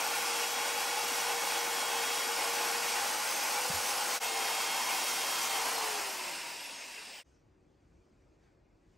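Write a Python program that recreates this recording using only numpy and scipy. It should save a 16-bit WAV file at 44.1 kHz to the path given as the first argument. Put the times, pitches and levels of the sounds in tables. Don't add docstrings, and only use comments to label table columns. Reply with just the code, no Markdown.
import sys
import numpy as np
from scipy import signal
from scipy.fft import rfft, irfft, next_fast_len
from scipy.io import wavfile
from scipy.ndimage import uniform_filter1d, map_coordinates

SR = 44100
rng = np.random.default_rng(int(sys.argv[2]) if len(sys.argv) > 2 else 0)


def to_linear_factor(level_db):
    exponent = np.asarray(level_db, float) / 20
    return 10 ** exponent


def materialize(psi):
    bounded = np.clip(np.atleast_2d(psi).T, -1, 1)
    quanta = np.round(bounded * 32767).astype(np.int16)
    wavfile.write(sys.argv[1], SR, quanta)


N = 395577
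SECONDS = np.arange(N) / SR

# time in seconds, fade in seconds.
CUTS = [
    (4.1965, .034),
    (7.233, .04),
]
# time in seconds, load of the brush on the iron (0-1), how squarely the drill faces the
# phone in dB.
GRIP = [(0, .7, -2), (.25, .95, -1), (1.3, .85, 0), (1.7, .9, 1), (1.85, 1, 0), (2.2, 1, -1), (2.4, .8, 0),
        (2.85, .75, 1), (3.2, .55, -8), (3.42, 0, -7), (3.6, 0, -3), (4.18, .1, -2.5), (4.2, 1, -4),
        (4.42, .95, -2), (4.6, 1, -8), (5.42, 1, -10), (5.58, 1, -3), (5.66, .4, -3)]
FULL_SPEED, STOP_SPEED = 450, 300
RELEASE_S = 5.72


def unit(x):
    return x / np.sqrt(np.mean(x ** 2) + 1e-20)


def along(points, hz):
    f, v = np.transpose(points)
    return np.interp(np.log(hz + 1), np.log(f + 1), v)


def curves(table):
    s, *columns = np.transpose(table)
    return [np.interp(SECONDS, s, column) for column in columns]


def wobble(rate):
    return map_coordinates(rng.standard_normal(int(N * rate / SR) + 4), [np.arange(N) * rate / SR])


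def smooth(x, high, long):
    return uniform_filter1d(uniform_filter1d(x, size=high, axis=0), size=long, axis=1)


def filtered(x, response):
    m = next_fast_len(N + 8192)
    return irfft(rfft(x, m) * response(np.fft.rfftfreq(m, 1 / SR)), m)[..., :N]


def patchy(patchy_db, specks_db=2.5):
    z = signal.stft(rng.standard_normal((2, N)), nperseg=1024)[2]
    broad = unit(smooth(rng.standard_normal(z.shape[1:]), 12, 6))
    specks = unit(smooth(rng.standard_normal(z.shape[1:]), 2, 3))
    gain = to_linear_factor(patchy_db * broad + specks_db * specks)
    return signal.istft(z * gain, nperseg=1024)[1][:, :N]


def shaped(pair, spectrum):
    return unit(filtered(pair, lambda hz: to_linear_factor(along(spectrum, hz))))


def ringing(pair, peaks):
    def response(f):
        return sum(to_linear_factor(db) * 1j * f * w / (c * c - f * f + 1j * f * w) for c, w, db in peaks)
    return unit(filtered(pair, response))


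def ports(pair, alike):
    def response(hz):
        turn = np.arccos(np.clip(along(alike, hz), -1, 1)) / 2
        return np.array([np.cos(turn), np.sin(turn)])
    mid, side = filtered(pair, response)
    return np.array([mid + side, mid - side])


def room_hum():
    room_db = [-79, -70.3]
    # frequency in Hz, level in dB per Hz.
    hum_colour = [(24, -31), (40, -5), (80, -6.5), (188, -14), (247, -14.5), (329, -11), (383, -9.5),
                  (401, -21.5), (481, -13.5), (503, -27), (527, -17.5), (923, -28.5), (1500, -35.5),
                  (1950, -61), (3300, -120)]
    level_db = np.where(SECONDS < CUTS[-1][0], *room_db) + 4.5
    return to_linear_factor(level_db) * shaped(patchy(patchy_db=-0.8, specks_db=0.2), hum_colour)


def rubbing():
    # time in seconds, effort in dB.
    effort = [(7.3, 7), (7.5, -2), (7.75, 0), (7.95, 3), (8.37, 1.5), (8.44, 5), (8.62, -3.5), (8.8, 1),
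              (8.97, 5)]
    # level in dB, share of the rubbing effort.
    rub_layers = [
        (-82, 0.4),
        (-94.5, .5),
        (-94.5, 1),
    ]
    since = SECONDS - CUTS[-1][0]
    effort_db = curves(effort)[0]
    skin_db, sleeve_db, grit_db = [db + share * effort_db - 60 * (since < 0) for db, share in rub_layers]
    ago = np.maximum(SECONDS - 8.41, 0)
    pat_db = 4 * np.minimum(ago / .03, 1) * np.exp(-(ago / .08) ** 2 / 2)
    swish_db = 14 * np.exp(-((since - .08) / .09) ** 2 / 2)
    return skin_db + pat_db, sleeve_db + swish_db, grit_db


def hand():
    # frequency in Hz, level in dB per Hz.
    skin_colour = [(400, -28.5), (800, 3.5), (1700, -1.5), (2500, -2.5), (3200, -8.5), (5000, -13),
                   (7000, -29)]
    sleeve_colour = [(4500, -30), (5600, -6), (6100, 0.5), (6600, -5), (7500, -32.5)]
    grit_colour = [(3000, -20), (4500, 0.5), (7000, 0), (8500, -4.5), (10000, -10), (12000, -13),
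                   (13000, -30), (14000, -78)]
    skin_db, sleeve_db, grit_db = rubbing()
    rub = to_linear_factor(skin_db + 2.5) * shaped(patchy(patchy_db=1.7, specks_db=2.0), skin_colour)
    rub += to_linear_factor(sleeve_db - 3.0) * shaped(patchy(patchy_db=5.5), sleeve_colour)
    return rub + to_linear_factor(grit_db + 5.5) * shaped(patchy(patchy_db=0.5), grit_colour)


def workshop():
    # frequency in Hz, left-right likeness.
    far_likeness = [(80, .995), (170, 0.92), (260, 0.89), (500, .56), (900, .3), (1300, 0.37), (2100, 1),
                    (3400, .88), (4500, 0.97), (8600, 0.96), (9300, .7), (12000, .55)]
    return ports(room_hum() + hand(), far_likeness) * to_linear_factor([[.5], [-.5]])


def bumps():
    # start in seconds, frequency in Hz, peak in dB, rise in seconds, 60 dB decay in seconds.
    pushes = [
        (3.7, 165, -23, 0.006, 0.038),
        (3.735, 86.4, -35, 0.016, 0.16),
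    ]
    out = np.zeros(N)
    for s, hz, db, rise, t60 in pushes:
        ago = np.maximum(SECONDS - s, 0)
        envelope = to_linear_factor(db - 60 * ago / t60) * (1 - np.exp(-ago / rise))
        out += envelope * np.sin(2 * np.pi * hz * ago)
    return out


def rotor():
    # time in seconds, rotor speed in turns per second.
    driven_speed = [(0.0, 470.1), (0.3, 472.8), (1.0, 477.3), (1.2, 474), (1.5, 474.6), (1.95, 469.2),
                    (2.4, 469.5), (2.8, 472.2), (3.15, 484.5), (3.7, 492.8), (4.19, 495.0), (4.2, 460.2),
                    (4.45, 460.2), (4.65, 463), (5.0, 464.2), (5.25, 460.6), (5.6, 456.8), (5.72, 467.8)]
    friction, drag = 84, .283
    since = np.maximum(SECONDS - RELEASE_S, 0)
    return (curves(driven_speed)[0] + friction / drag) * np.exp(-drag * since) - friction / drag


def slowing(speed):
    return 20 * np.log10(np.minimum(speed / FULL_SPEED, 1))


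def layers(speed):
    # driven level in dB, power of speed, share of the stroke swing.
    noise_layers = [
        (-41, 3.03, 0.88),
        (-40.5, 1.17, -0.17),
        (-40, 1.85, -0.3),
    ]
    # time in seconds, swing in dB.
    strokes = [(.02, 3), (.38, 1), (.68, 2.5), (.95, 2), (1.32, 3), (1.65, 1.5), (1.89, 1.5), (2.22, -2),
               (2.33, 2.5), (2.66, 1.5), (3.04, 2.5), (3.32, -0.5), (3.56, 0.5), (4.05, 1.5), (4.39, 1),
               (4.61, -1.5), (4.94, 0.5), (5.1, -6), (5.27, 0), (5.44, -3), (5.6, 2), (5.82, 1)]
    stroke_s = .07
    swing = sum(db * np.exp(-.5 * ((SECONDS - s) / stroke_s) ** 2) for s, db in strokes)
    slow_db = slowing(speed)
    housing_db, air_db, bristle_db = [db + power * slow_db + share * swing
                                      for db, power, share in noise_layers]
    free = (1 - np.clip(curves(GRIP)[0], 0, 1)) * (SECONDS < CUTS[0][0])
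    return housing_db, air_db, bristle_db + 1 * free


def tone_levels(speed):
    # loaded dB, running free dB, coasting dB, power of speed while coasting.
    family_levels = [
        (-46, -46, -47.5, 4.8),
        (-49.5, -59, -61, 2.5),
        (-47.3, -70, -56, 2.5),
        (-55, -54, -59, 2),
        (-57.5, -59, -60, 1.5),
    ]
    load, facing_db = curves(GRIP)
    load = np.clip(load, 0, 1)
    released = np.clip((SECONDS - RELEASE_S) / 0.13, 0, 1)
    slow_db = slowing(speed)
    levels = []
    for loaded, free, coast, power in family_levels:
        driven_db = free + load * (loaded - free)
        levels.append((1 - released) * driven_db + released * coast + power * slow_db)
    unbalance_db, second_db, pinion_db, slots_db, overtone_db = levels
    flicker_db = 3 * wobble(60)
    for s, peak_db in [(5.68, 9.5), (5.795, 10.5)]:
        overtone_db = overtone_db + (peak_db + flicker_db) * np.exp(-.5 * ((SECONDS - s) / .03) ** 2)
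    return unbalance_db + facing_db * (1 - released), second_db, pinion_db, slots_db, overtone_db


def family(orders, speed, flutter_db, blur=.45):
    angle = 2 * np.pi * np.cumsum(speed) / SR
    tones = np.zeros(N)
    for k, db in orders:
        heard = k * speed < 16000
        level = np.sqrt(2) * to_linear_factor(db + flutter_db * wobble(12))
        shake = .04 * k ** .9 * wobble(30) + blur * wobble(14)
        tones += heard * level * np.sin(k * angle + shake)
    return tones


def whine(speed, coasting):
    # multiple of rotor speed, level in dB against the family.
    second_gear = [(14 / 3, 0), (17 / 3, -8), (31 / 3, -10)]
    pinion = [(6, -8), (7, 0), (8, -6), (15, -11), (16, -12)]
    slots = [(4, -5), (11, -1), (12, 1), (13, -1), (14, -8)]
    commutator = [(24, 3), (36, -2), (39, 3), (48, 0), (60, -5), (72, 2)]
    # frequency in Hz, level in dB.
    holders = [(4500, -22), (5900, -9), (6450, 4), (6900, -10), (7900, -8), (8900, -2), (10200, -6),
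               (11400, -1), (12000, -11), (13200, -17), (14000, -7), (15000, -4), (15800, -9)]
    unbalance_db, second_db, pinion_db, slots_db, overtone_db = tone_levels(speed)
    housing_db, _, bristle_db = layers(speed)
    layshaft_db = housing_db - 12 + 5.5 * coasting - 24 * coasting ** 3
    speed = speed * (1 + .0005 * wobble(25))
    tones = to_linear_factor(unbalance_db - 2) * family([(1, 0)], speed, flutter_db=1.4)
    tones += to_linear_factor(second_db - .5) * family(second_gear, speed, flutter_db=2)
    tones += to_linear_factor(pinion_db + .3) * family(pinion, speed, flutter_db=1.1)
    tones += to_linear_factor(slots_db - 1) * family(slots, speed, flutter_db=3)
    overtone = family([(28 / 3, 0)], speed, flutter_db=1.2, blur=1.1)
    tones += to_linear_factor(overtone_db + .5 - 10 * coasting) * overtone
    tones += to_linear_factor(layshaft_db) * family([(5 / 3, 0)], speed, flutter_db=2, blur=3)
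    ticks = filtered(family(commutator, speed, flutter_db=1.8), lambda hz: to_linear_factor(along(holders, hz)))
    return tones + to_linear_factor(bristle_db - 23 + 9.5 * coasting) * ticks


def housing(on, off):
    # frequency in Hz, width in Hz, level in dB.
    first_angle = [(370.3, 3.8, -15.5), (566, 26, -11.5), (845, 96, 0), (1034, 80, -7.5), (1425, 74, -7)]
    new_angle = [(375, 8.6, -17), (555, 46, -15.5), (802, 45, 2), (904, 99, -0.5), (1004, 78, -4),
                 (1400, 130, -13)]
    coast_peaks = [(947, 65, 4), (1570, 51, -10)]
    before = ringing(patchy(patchy_db=.5, specks_db=.8), first_angle)
    after = ringing(patchy(patchy_db=.5, specks_db=.8), new_angle)
    held = np.where(SECONDS > CUTS[0][0], after, before)
    return on * held + to_linear_factor(-4.0) * off * ringing(patchy(patchy_db=2.0), coast_peaks)


def fan_air(on, off):
    # frequency in Hz, level in dB per Hz.
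    driven_air = [(40, -37), (120, -22.5), (260, -3.5), (430, -3), (600, 0), (1200, 3.5), (1700, 0.5),
                  (2500, 4.5), (3000, 2), (3400, -2), (4200, -13.5), (6000, -24.5), (9000, -57.5)]
    coast_air = [(40, -47.5), (170, -11.5), (430, -5.5), (700, -2), (1200, -8.5), (1700, -3), (2300, 0.5),
                 (2700, 4.5), (3100, -3.5), (3900, -5.5), (6000, -33), (9000, -61.5)]
    driven = shaped(patchy(patchy_db=-0.78), driven_air)
    return on * driven + to_linear_factor(-3.0) * off * shaped(patchy(patchy_db=1.0), coast_air)


def strikes(colour):
    clicks = rng.standard_normal((2, N)) * (rng.random((2, N)) < .12)
    return shaped(patchy(patchy_db=0.5) + .6 * unit(clicks), colour)


def bristles(on, off):
    # frequency in Hz, level in dB per Hz.
    driven_wire = [(1500, -40), (3300, -7.5), (4200, -1.5), (5200, 1), (6500, -1.5), (7800, -3),
                   (9000, -1.5), (11200, -0.5), (12000, -5), (13100, -20.5), (14000, -15), (15000, -8),
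                   (15700, -9.5)]
    coast_wire = [(1500, -35), (3300, -16), (4000, -5.5), (5100, 4), (6200, -5), (8800, -2.5),
                  (10000, -6.5), (11200, -7.5), (12000, -14), (13100, -24), (14000, -22), (15000, -15),
                  (15700, -18)]
    return on * strikes(driven_wire) + to_linear_factor(-3.5) * off * strikes(coast_wire)


def drill():
    # frequency in Hz, left-right likeness.
    near_likeness = [(100, .98), (300, 1), (520, 0.89), (800, 0.95), (1300, 0.96), (2200, 0.97),
                     (2700, 0.98), (3200, 0.88), (3900, 0.99), (4500, .99)]
    # frequency in Hz, left over right in dB.
    left_lean = [(90, 0), (260, 1), (430, 7), (700, 1), (1000, 1.5), (1800, 3), (2100, 0)]
    speed = rotor()
    coasting = np.clip((FULL_SPEED - speed) / (FULL_SPEED - STOP_SPEED), 0, 1)
    on, off = np.sqrt(1 - coasting), np.sqrt(coasting)
    housing_db, air_db, bristle_db = layers(speed)
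    pressure_db = .5 * wobble(16)
    noise = to_linear_factor(housing_db + 1.0 + pressure_db) * housing(on, off)
    noise += to_linear_factor(air_db + 1.5 + pressure_db) * fan_air(on, off)
    noise += to_linear_factor(bristle_db + 3.5 + pressure_db) * bristles(on, off)
    noise[0] += whine(speed, coasting)
    sides = np.array([[.5], [-.5]])
    return filtered(ports(noise, near_likeness), lambda hz: to_linear_factor(along(left_lean, hz) * sides))


def scene():
    mix = drill() * (SECONDS < CUTS[-1][0]) + bumps() + workshop()
    for s, fade in CUTS:
        mix = mix * np.clip(abs(SECONDS - s) / fade, .04, 1) ** 0.93
    return mix


def low_pass(x):
    return signal.sosfilt(signal.butter(12, 17120, fs=SR, output="sos"), x)


def record(dry):
    # frequency in Hz, half turns by which left leads.
    left_lead = [(90, 0), (430, .18), (600, -.03), (800, 0), (2750, 0), (3250, .1), (3900, 0), (8700, 0),
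                 (9300, -.62), (10250, -1), (11900, -2), (13000, -2), (13100, -3), (14250, -3), (15350, -4)]
    hz, t, z = signal.stft(dry, SR, nperseg=1024)
    hz = hz[:, None]
    drift = 1 + .009 * unit(uniform_filter1d(rng.standard_normal(len(t)), size=5))
    turn = .5 * np.pi * along(left_lead, hz * drift)
    tiles = unit(smooth(rng.standard_normal(turn.shape), 7, 4))
    turn = turn + .33 * tiles * np.sin(2 * turn)
    left, right = z[0] * np.exp(1j * turn), z[1] * np.exp(-1j * turn)
    mid, side = (left + right) / 2, (left - right) / 2
    mid_power, side_power = smooth(abs(mid) ** 2, 9, 5), smooth(abs(side) ** 2, 9, 5)
    blocks = np.kron(rng.standard_normal((65, len(t) // 4 + 1)), np.ones((8, 4)))[:len(hz), :len(t)]
    mood = unit(uniform_filter1d(rng.standard_normal(len(t)), size=9))
    weak_side = (hz > 700) & (side_power < mid_power * to_linear_factor(2 * (-16 + 1.5 * blocks + 2 * mood)))
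    weak_mid = (hz > 8000) & (abs(np.cos(turn)) < .24 + .08 * blocks)
    faint = (abs(hz - 13050) < 500) & (blocks + mood > 1.0)
    mid, side = mid * ~weak_mid, side * ~weak_side
    wet = np.array([mid + side, mid - side]) * ~faint * (hz < 15750)
    return low_pass(signal.istft(wet, SR, nperseg=1024)[1][:, :N])


dry = scene()
out = record(dry)
materialize(out)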